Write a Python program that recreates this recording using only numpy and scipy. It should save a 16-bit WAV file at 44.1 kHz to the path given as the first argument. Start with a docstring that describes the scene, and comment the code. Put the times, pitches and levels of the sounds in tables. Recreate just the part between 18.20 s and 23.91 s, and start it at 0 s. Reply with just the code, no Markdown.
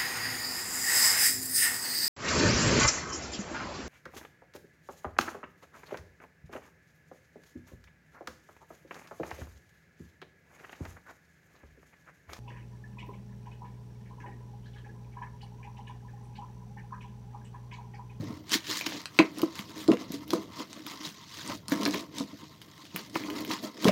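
"""A low rumble sinks under the first soft wipes of cloth on an empty plastic bottle turned in the hands.
Cloth scrapes the wall in grains, which are noise shaped by wall and cavity resonances; creases snap as short
noise bursts, and soft knocks ring the hollow body as sums of damped sines.
A furnished room answers briefly with a decaying diffuse tail, over quiet room tone and hiss."""
import sys
import numpy as np
from scipy import signal
from scipy.fft import rfft, irfft, next_fast_len
from scipy.io import wavfile
from scipy.ndimage import uniform_filter1d, map_coordinates

SR = 44100
rng = np.random.default_rng(int(sys.argv[2]) if len(sys.argv) > 2 else 0)


def generate_wav(signal):
    """Clip the signal to [-1, 1] and save it as 16-bit WAV at the path in sys.argv[1]."""
    frames = np.transpose(np.atleast_2d(signal))
    scaled = np.clip(frames, -1, 1) * 32767
    pcm = np.round(scaled).astype(np.int16)
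    wavfile.write(sys.argv[1], SR, pcm)


def makeup_ratio(level_db):
    """Linear amplitude ratio for a level in decibels (20 dB per factor of ten)."""
    decades = np.asarray(level_db, float) / 20
    return 10 ** decades


N = 251811  # length in samples


def unit(x):
    """Normalisation of signal power: scaled to rms 1."""
    return x / np.sqrt(np.mean(x ** 2) + 1e-20)


def along(points, hz):
    """Interpolation of (Hz, value) points on a logarithmic frequency axis."""
    point_hz, values = np.transpose(points)
    return np.interp(np.log(hz + 1), np.log(point_hz + 1), values)


def filtered(x, response):
    """Linear filtering: the spectrum of x times a complex response of frequency."""
    size = next_fast_len(len(x) + 8192)
    return irfft(rfft(x, size) * response(np.fft.rfftfreq(size, 1 / SR)), size)[:len(x)]


def resonances(table):
    """Modal superposition: causal second-order resonances (Hz, width Hz, dB), alternating in sign."""
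    def response(f):
        total = 0
        for k, (centre, width, db) in enumerate(table):
            damping = 1j * f * width
            total = total + (-1) ** k * makeup_ratio(db) * damping / (centre * centre - f * f + damping)
        return total
    return response


def wobble(rate):
    """Slow random modulation: a smooth curve through random knots, rate knots a second."""
    knots = rng.standard_normal(int(N * rate / SR) + 4)
    return map_coordinates(knots, [np.arange(N) * rate / SR])


def grit(rate, spread_db, life, smooth):
    """Granular friction: noise whose size jumps, rate times a second, in decaying grains of bounded strength.

    life is the decay time constant in seconds; smooth is the share of steady noise."""
    strength = makeup_ratio(spread_db * np.minimum(rng.exponential(size=N), 3))
    starts = (rng.random(N) < rate / SR) * strength
    grains = signal.lfilter([1], [1, -np.exp(-1 / (life * SR))], starts)
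    return unit((unit(grains) + smooth) * rng.standard_normal(N))


def patchy(x, depth_db):
    """Time-frequency modulation: random gain patches, depth_db rms."""
    z = signal.stft(x, nperseg=256)[2]
    field = uniform_filter1d(rng.standard_normal(z.shape), size=4, axis=0)
    field = uniform_filter1d(field, size=6, axis=1)
    return unit(signal.istft(z * makeup_ratio(depth_db * unit(field)), nperseg=256)[1][:N])


def passes():
    """Energy addition: every pass of the cloth swells, holds and fades; gives scrape and murmur levels in dB."""
    # Passes of the cloth. Each row: peak time in seconds, rise in seconds, fall in seconds,
    # scrape level in dB, body murmur level in dB; rise and fall each span 20 dB.
    strokes = [(0.04, 0.16, 0.33, -56, -43), (0.17, 0.02, 0.04, -57, -48), (0.34, 0.045, 0.05, -24, -33),
               (0.533, 0.13, 0.18, -35, -43.5), (0.668, 0.014, 0.013, -32.5, -38.5),
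               (0.74, 0.24, 0.13, -42.5, -42.5), (0.99, 0.14, 0.26, -51, -49),
               (1.2, 0.11, 0.23, -48.5, -41), (1.392, 0.1, 0.063, -45, -46),
               (1.51, 0.18, 0.069, -51.5, -48), (1.598, 0.079, 0.11, -44, -42.5),
               (1.73, 0.088, 0.051, -48.5, -30), (1.809, 0.055, 0.11, -48.5, -39.5),
               (1.94, 0.078, .07, -44, -54), (2.03, 0.071, 0.037, -54, -45),
               (2.131, 0.074, 0.19, -47, -35.5), (2.402, 0.11, 0.079, -44, -43),
               (2.54, 0.14, 0.29, -54.5, -50), (2.69, 0.068, 0.17, -46, -46),
               (2.855, .075, 0.092, -40, -46), (2.949, 0.018, 0.25, -54.5, -57.5),
               (3.192, 0.19, 0.098, -44.5, -52.5), (3.299, 0.12, 0.11, -42.5, -39.5),
               (3.521, 0.032, 0.079, -40, -39.5), (3.64, 0.16, 0.21, -44, -32.5),
               (3.748, 0.05, 0.11, -40, -34.5), (3.982, 0.082, 0.12, -44.5, -39),
               (4.1, 0.069, 0.71, -57.5, -55), (4.249, 0.053, 0.051, -56.5, -47.5),
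               (4.424, 0.018, 0.013, -50, -70.5), (4.64, 0.43, 0.34, -56.5, -58),
               (4.768, 0.08, 0.22, -49, -45.5), (4.961, 0.041, 0.097, -41.5, -36.5),
               (5.08, 0.16, 0.29, -49.5, -39.5), (5.18, 0.069, 0.22, -46, -36),
               (5.321, 0.057, 0.11, -38, -35.5), (5.439, 0.03, .1, -43.5, -38.5),
               (5.682, 0.11, 0.036, -34.5, -29.5)]
    hold = 0.13  # share of the rise and of the fall spent at full pressure
    roundness = 1.05  # 1 = pointed pass, 2 = bell
    t = np.arange(N) / SR
    power = np.full((2, N), 1e-10)
    for s, rise, fall, scrape_db, body_db in strokes:
        away = np.where(t < s, (s - t) / rise, (t - s) / fall)
        away = np.maximum(away - hold, 0) / (1 - hold)
        peak_power = makeup_ratio([[2 * scrape_db], [2 * body_db]])
        power = power + peak_power * makeup_ratio(-2 * 20 * away ** roundness)
    return 10 * np.log10(power)


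def wiping():
    """Friction excitation: cloth catches on the wall in grains; the grip sets wall and hollow body murmuring."""
    # Spectrum of the cloth on the wall. Each row: frequency in Hz, gain in dB.
    scrape_curve = [(700, -26), (1400, 0.5), (2000, -1.5), (4000, 4.5), (5500, -0.5), (7000, -3),
                    (8200, -19), (11000, -31)]
    # Spectrum of the finer, brighter fibre noise. Each row: frequency in Hz, gain in dB.
    fibre_curve = [(6000, -33), (7800, 0.5), (9000, 2), (11200, -1), (14000, 3.5), (15800, 2.5)]
    # Resonances colouring the scrape. Each row: frequency in Hz, width in Hz, gain in dB before mixing.
    shell = [(1840, 90, 8.4), (2150, 47, 1), (3200, 170, 0.83), (3786, 33, 4.25), (5220, 1600, 0.55)]
    # Resonances of the hollow body. Each row: frequency in Hz, width in Hz, relative level in dB.
    hollow = [(205, 38, 0.5), (308, 28.5, 6), (420.7, 12, -2.5), (481, 48, -10), (657, 110, -12)]
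    # Wall resonances under rubbing. Each row: frequency in Hz, width in Hz, relative level in dB.
    panel = [(934, 44, 3.5), (1050, 17.3, 8.5), (1132, 98, -0.5), (1363, 97, -2), (2050, 145, -7)]
    scrape_db, body_db = passes()
    # the wall, over the body murmur, follows about half of the scrape's lead
    panel_db = -6 + 0.48 * (scrape_db - body_db) + 3.44 * wobble(25)
    catches = grit(rate=400, spread_db=4, life=0.0015, smooth=1.3)
    scrape = filtered(catches, lambda f: makeup_ratio(along(scrape_curve, f)) * (1 + 0.38 * abs(resonances(shell)(f))))
    fibre = filtered(catches, lambda f: makeup_ratio(along(fibre_curve, f)))
    fibre_gain = makeup_ratio(-13 + 3.1 * wobble(30))  # over the scrape
    bright = patchy(scrape, depth_db=2.4) + fibre_gain * patchy(fibre, depth_db=2.4)
    bumps = grit(rate=80, spread_db=-2.5, life=0.0083, smooth=0.74)
    cavity = unit(filtered(bumps, resonances(hollow)))
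    wall = unit(filtered(catches, resonances(panel)))
    murmur = cavity + makeup_ratio(panel_db) * wall
    return makeup_ratio(scrape_db + 0.42 * wobble(35)) * bright + makeup_ratio(body_db) * murmur


def rumble():
    """Resonant low-frequency noise: the dull rumble of the arms and seat moving."""
    # Slow course of the rumble. Each row: time in seconds, level in dB before a small random wobble.
    course = [(0.0, -33), (0.13, -45), (0.38, -55), (1.0, -57), (2.3, -51.5), (2.45, -60.5), (3.18, -58.5),
              (3.36, -49.5), (3.5, -52), (4.2, -57), (4.68, -59.5), (5.2, -51), (5.71, -65)]
    low = filtered(rng.standard_normal(N), lambda f: resonances([(110, 90, 0)])(f) ** 2)
    times, levels = np.transpose(course)
    level_db = np.interp(np.arange(N) / SR, times, levels)
    return makeup_ratio(level_db + 1.5 * wobble(4)) * unit(low)


def hush():
    """Stationary background noise: quiet room tone and microphone hiss with a fixed spectrum."""
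    # Spectrum of the background. Each row: frequency in Hz, relative level in dB.
    spectrum = [(18, -52), (30, -125), (145, 7), (294, -8), (775, -15), (1060, -30), (1450, -30),
                (2040, -36), (2660, -34), (5120, -70.5), (8200, -47), (14200, -24), (15800, -47)]
    noise = filtered(rng.standard_normal(N), lambda f: makeup_ratio(along(spectrum, f)))
    return makeup_ratio(-60.5) * unit(noise)


def ticks():
    """Random buckling: randomly timed creases give way under the cloth, louder in stronger passes."""
    per_s, top_db = 70, -30  # mean rate; none of these creases is louder than top_db
    over_scrape_db, spread_db = -0.5, 5
    centre_hz, span_octaves, air_db = 3100, 1.6, -9.5
    when, size, pitch = rng.random((int(per_s * N / SR), 3)).T
    db = passes()[0][(when * N).astype(int)] + over_scrape_db
    db = np.minimum(db - spread_db * np.log(1 - 0.9 * size), top_db)
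    hz = centre_hz * 2 ** (span_octaves * (pitch - 0.5))
    return [(s, level, f, air_db) for s, level, f in zip(when * N / SR, db, hz)]


def snaps():
    """Snap-through buckling: a crease flips in a sharp click and a short pitched burst with a breath of treble."""
    # Creases snapping at set times. Each row: start in seconds, peak level of the crack in dB, pitch in Hz,
    # peak level of the airy treble over the crack in dB.
    timed_creases = [(0.2942, -29, 4150, -24), (0.3186, -16, 4460, -33), (0.5114, -19.5, 3700, -33),
                     (0.5467, -40, 2540, -25), (0.5734, -22, 4870, -21), (0.6106, -22.5, 2150, -8),
                     (0.6644, -17, 2670, -15.5), (0.7217, -25.5, 1930, -25), (0.7587, -33, 2180, -14),
                     (0.816, -29.5, 3830, -16), (0.8566, -17.5, 3330, -35), (0.989, -2, 1960, -60),
                     (0.992, -33, 3100, -50), (1.1845, -32.5, 4830, -1), (1.2173, -24, 3350, -5),
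                     (1.3546, -28, 3900, -21), (1.3906, -25, 2050, -13), (1.5913, -50, 4940, -10),
                     (1.6786, -22.5, 3600, -33), (1.717, -19.5, 2660, -38), (1.7703, -32.5, 2130, -29),
                     (1.92, -29, 4140, -3), (2.0787, -38.5, 2500, 0), (2.1053, -17, 3120, -13),
                     (2.1336, -18, 3760, -10), (2.3977, -34, 3870, -21), (2.53, -27.5, 3400, -37),
                     (2.594, -37.5, 1800, -32), (2.665, -27, 2370, -5), (2.718, -34, 2100, -7),
                     (3.276, -25, 5570, -24), (3.2979, -28, 1820, -11), (3.4824, -22.5, 4700, -15),
                     (3.4962, -34, 3870, 3), (3.52, -20, 1660, -8), (3.5403, -34, 1610, -10),
                     (3.559, -30, 3840, -24), (3.6128, -27.5, 3700, -15), (3.6326, -18, 3230, -19),
                     (3.653, -12, 3900, -35), (3.6608, -17, 1900, -29), (3.677, -37.5, 4700, 11),
                     (3.709, -24, 3750, -24), (3.7436, -21.5, 1700, -9), (3.8078, -30.5, 6240, -17),
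                     (3.9839, -18, 3900, -21), (3.9996, -26, 4270, -23), (4.4166, -35, 2500, -5),
                     (4.6171, -44, 3470, -12), (4.653, -36.5, 2580, -14), (4.761, -18, 2440, -4),
                     (4.814, -38, 5100, -6), (4.898, -34, 4230, -39), (4.9551, -20, 1830, -16),
                     (5.037, -30, 2010, -11), (5.101, -25.5, 2050, -10), (5.2057, -39, 2090, 6),
                     (5.2487, -26, 2150, -7.5), (5.3117, -21, 1920, -14), (5.3353, -23, 3680, -27),
                     (5.6445, -14.5, 3470, -27), (5.6775, -18.5, 1660, -26), (5.683, -12, 2480, -15)]
    creases = timed_creases + ticks()
    out = np.zeros(N + SR)
    t = np.arange(SR // 20) / SR
    noises = rng.standard_normal((len(creases), len(t)))
    for (s, db, hz, air_db), noise in zip(creases, noises):
        # higher creases die sooner, stronger ones later
        t60 = 0.011 * (2870 / hz) ** 0.15 * 2 ** ((db + 22) / 35)
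        burst = noise * makeup_ratio(-60 * t / t60) * (1 - np.exp(-t / 0.00021))
        burst[round(0.0004 * SR)] += 3.2  # the flip itself
        colour = resonances([(hz, 0.6 * hz, 0), (1.56 * hz, 1.72 * hz, -4), (0.36 * hz, 0.56 * hz, -9)])
        # steep fall above the pitch
        crack = filtered(burst, lambda f: colour(f) / (1 + 1j * f / (2.7 * hz)) ** 2)
        softened = burst * (1 - np.exp(-t / 0.00033))
        air = filtered(softened, lambda f: resonances([(13500, 7000, 0)])(f) ** 2)
        snap = crack / abs(crack).max() + makeup_ratio(air_db) * air / abs(air).max()
        out[round(s * SR):][:len(t)] += makeup_ratio(db) * snap
    return out[:N]


def knocks():
    """Modal ringing: a soft push rings the squeezed cavity, body modes, and the wall by an amount set per knock."""
    # Knocks on the body. Each row: start in seconds, peak level in dB, main pitch in Hz,
    # offset of the wall modes in dB, t60 of the main pitch in seconds.
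    pushes = [(0.349, -30, 332, -23, 0.097), (0.484, -33, 314, -29, 0.35), (0.666, -29, 307, -26, 0.044),
              (0.992, -8, 316, -11, 0.055), (0.998, -11.5, 313, -2, 0.048), (1.189, -33.5, 318, 4, 0.2),
              (1.23, -13, 326, -8, 0.039), (1.394, -29, 191, -15, 0.022), (1.684, -9, 322, -22, 0.091),
              (1.697, -15, 417, -18, 0.036), (1.706, -13.5, 238, -16, 0.064), (1.722, -18, 303, -17, 0.049),
              (1.738, -28, 484, -28, 0.062), (1.903, -26.5, 264, -34, 0.023),
              (1.934, -26.5, 285, -42, 0.14), (2.131, -14, 337, -3.5, 0.045), (2.148, -27, 492, -18, 0.052),
              (2.168, -30.5, 317.5, -12, 0.24), (2.4, -27, 294, -6, 0.089), (2.668, -37, 307, 11, 0.04),
              (2.866, -37, 169, -17, 0.14), (3.296, -26, 270, 0, 0.019), (3.3, -34.5, 582, -20, 0.05),
              (3.342, -35.5, 285, -20, 0.056), (3.484, -33.5, 196, -1, 0.081),
              (3.519, -15, 278.6, -22, 0.054), (3.559, -25.5, 284, -10, 0.053),
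              (3.628, -28, 235, -25, 0.11), (3.656, -22, 279, -13, 0.099), (3.674, -20.5, 294, -10, 0.069),
              (3.742, -30, 231, -2, 0.066), (3.974, -32, 305, -26, 0.11), (4.004, -19.5, 269, -14.5, 0.068),
              (4.13, -36, 281, -28, 0.061), (4.742, -31, 179, -33, 0.14), (4.958, -16.5, 318, 10, 0.019),
              (5.081, -28, 297, -4, 0.25), (5.154, -38, 282.5, -18, 0.3), (5.303, -25.5, 292, 4, 0.035),
              (5.435, -33, 622, -8, 0.081), (5.653, -7, 270, -2.5, 0.02), (5.663, -14, 438, -39, 0.09),
              (5.674, -11.5, 191, -36, 0.16), (5.683, -13.5, 205, -1, 0.039), (5.69, -14.5, 604, -23, 0.03)]
    # Modes of the hollow body. Each row: frequency in Hz, level in dB before weakening away from the pitch,
    # decay time as a share of the knock's t60.
    body = [(202.4, -12.5, 2.13), (238, -16, 0.96), (387.5, -0.5, 0.34), (487, -12, 1.2), (660, -9, 0.99)]
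    # Wall modes, raised or lowered by each knock's offset. Each row: frequency in Hz, level in dB before
    # that offset, decay time as a share of the knock's t60.
    wall = [(872, -6, 0.41), (1019, 2, 0.42), (1235, -4, 0.49), (1442, -7.5, 0.32)]
    out = np.zeros(N + SR)
    t = np.arange(SR // 4) / SR
    scatter_db = 1.5 * rng.standard_normal((len(pushes), len(body) + len(wall) + 1))
    for (s, db, hz, upper_db, t60), luck in zip(pushes, scatter_db):
        modes = [(hz, 0, 1)]
        modes += [(f, level - 8 * abs(np.log2(f / hz)), share) for f, level, share in body]
        modes += [(f, level + upper_db, share) for f, level, share in wall]
        ring = np.zeros(len(t))
        for (f, level, share), extra_db in zip(modes, luck):
            fade_db = 60 * (t / (share * t60)) ** 1.2  # the hand closes in: damping grows
            ring += makeup_ratio(level + extra_db - fade_db) * np.sin(2 * np.pi * f * t)
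        ring = ring * (1 - np.exp(-t / 0.0021)) ** 2  # soft contact: slow rise
        out[round(s * SR):][:len(t)] += makeup_ratio(db) * ring / abs(ring).max()
    return out[:N]


def room(x):
    """Diffuse reverberation: a decaying noise tail, drawn anew every third of a second."""
    # Decay of the furnished room. Each row: frequency in Hz, t60 in seconds.
    decay = [(200, 0.19), (1000, 0.24), (4000, 0.12), (12000, 0.11)]
    out = np.zeros(N + 2 * SR)
    step = SR // 3
    for start in range(0, N, step):
        hz, t, z = signal.stft(rng.standard_normal(SR // 2), SR, nperseg=256)
        fade = makeup_ratio(-60 * t / along(decay, hz)[:, None])
        tail = signal.istft(z * fade, SR, nperseg=256)[1]
        wet = signal.fftconvolve(x[start:start + step], tail / np.linalg.norm(tail))
        out[start + 150:][:len(wet)] += wet  # the tail begins 150 samples (3.4 ms) late
    return out[:N]


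def scene():
    """Direct and reverberant superposition: bright snaps fill the room more than the near-field knocks."""
    crisp, dull = snaps(), knocks()
    wet = room(makeup_ratio(-6.5) * crisp + makeup_ratio(-13.5) * dull)
    return (crisp + dull + wet + wiping() + rumble() + hush())[None]


def band_limit(x):
    """A steep low-pass at the top of the band."""
    return signal.sosfilt(signal.butter(12, 16660, fs=SR, output="sos"), x)


def record(dry):
    """Band limitation: the small microphone loses the deep bass and the top treble."""
    def microphone(f):
        bass_loss = (1j * f / (70 + 1j * f)) ** 2
        return bass_loss * np.where(f < 15850, 1, makeup_ratio(-27))
    thin = filtered(dry[0], microphone)
    return band_limit(thin[None])


dry = scene()
out = record(dry)
generate_wav(out)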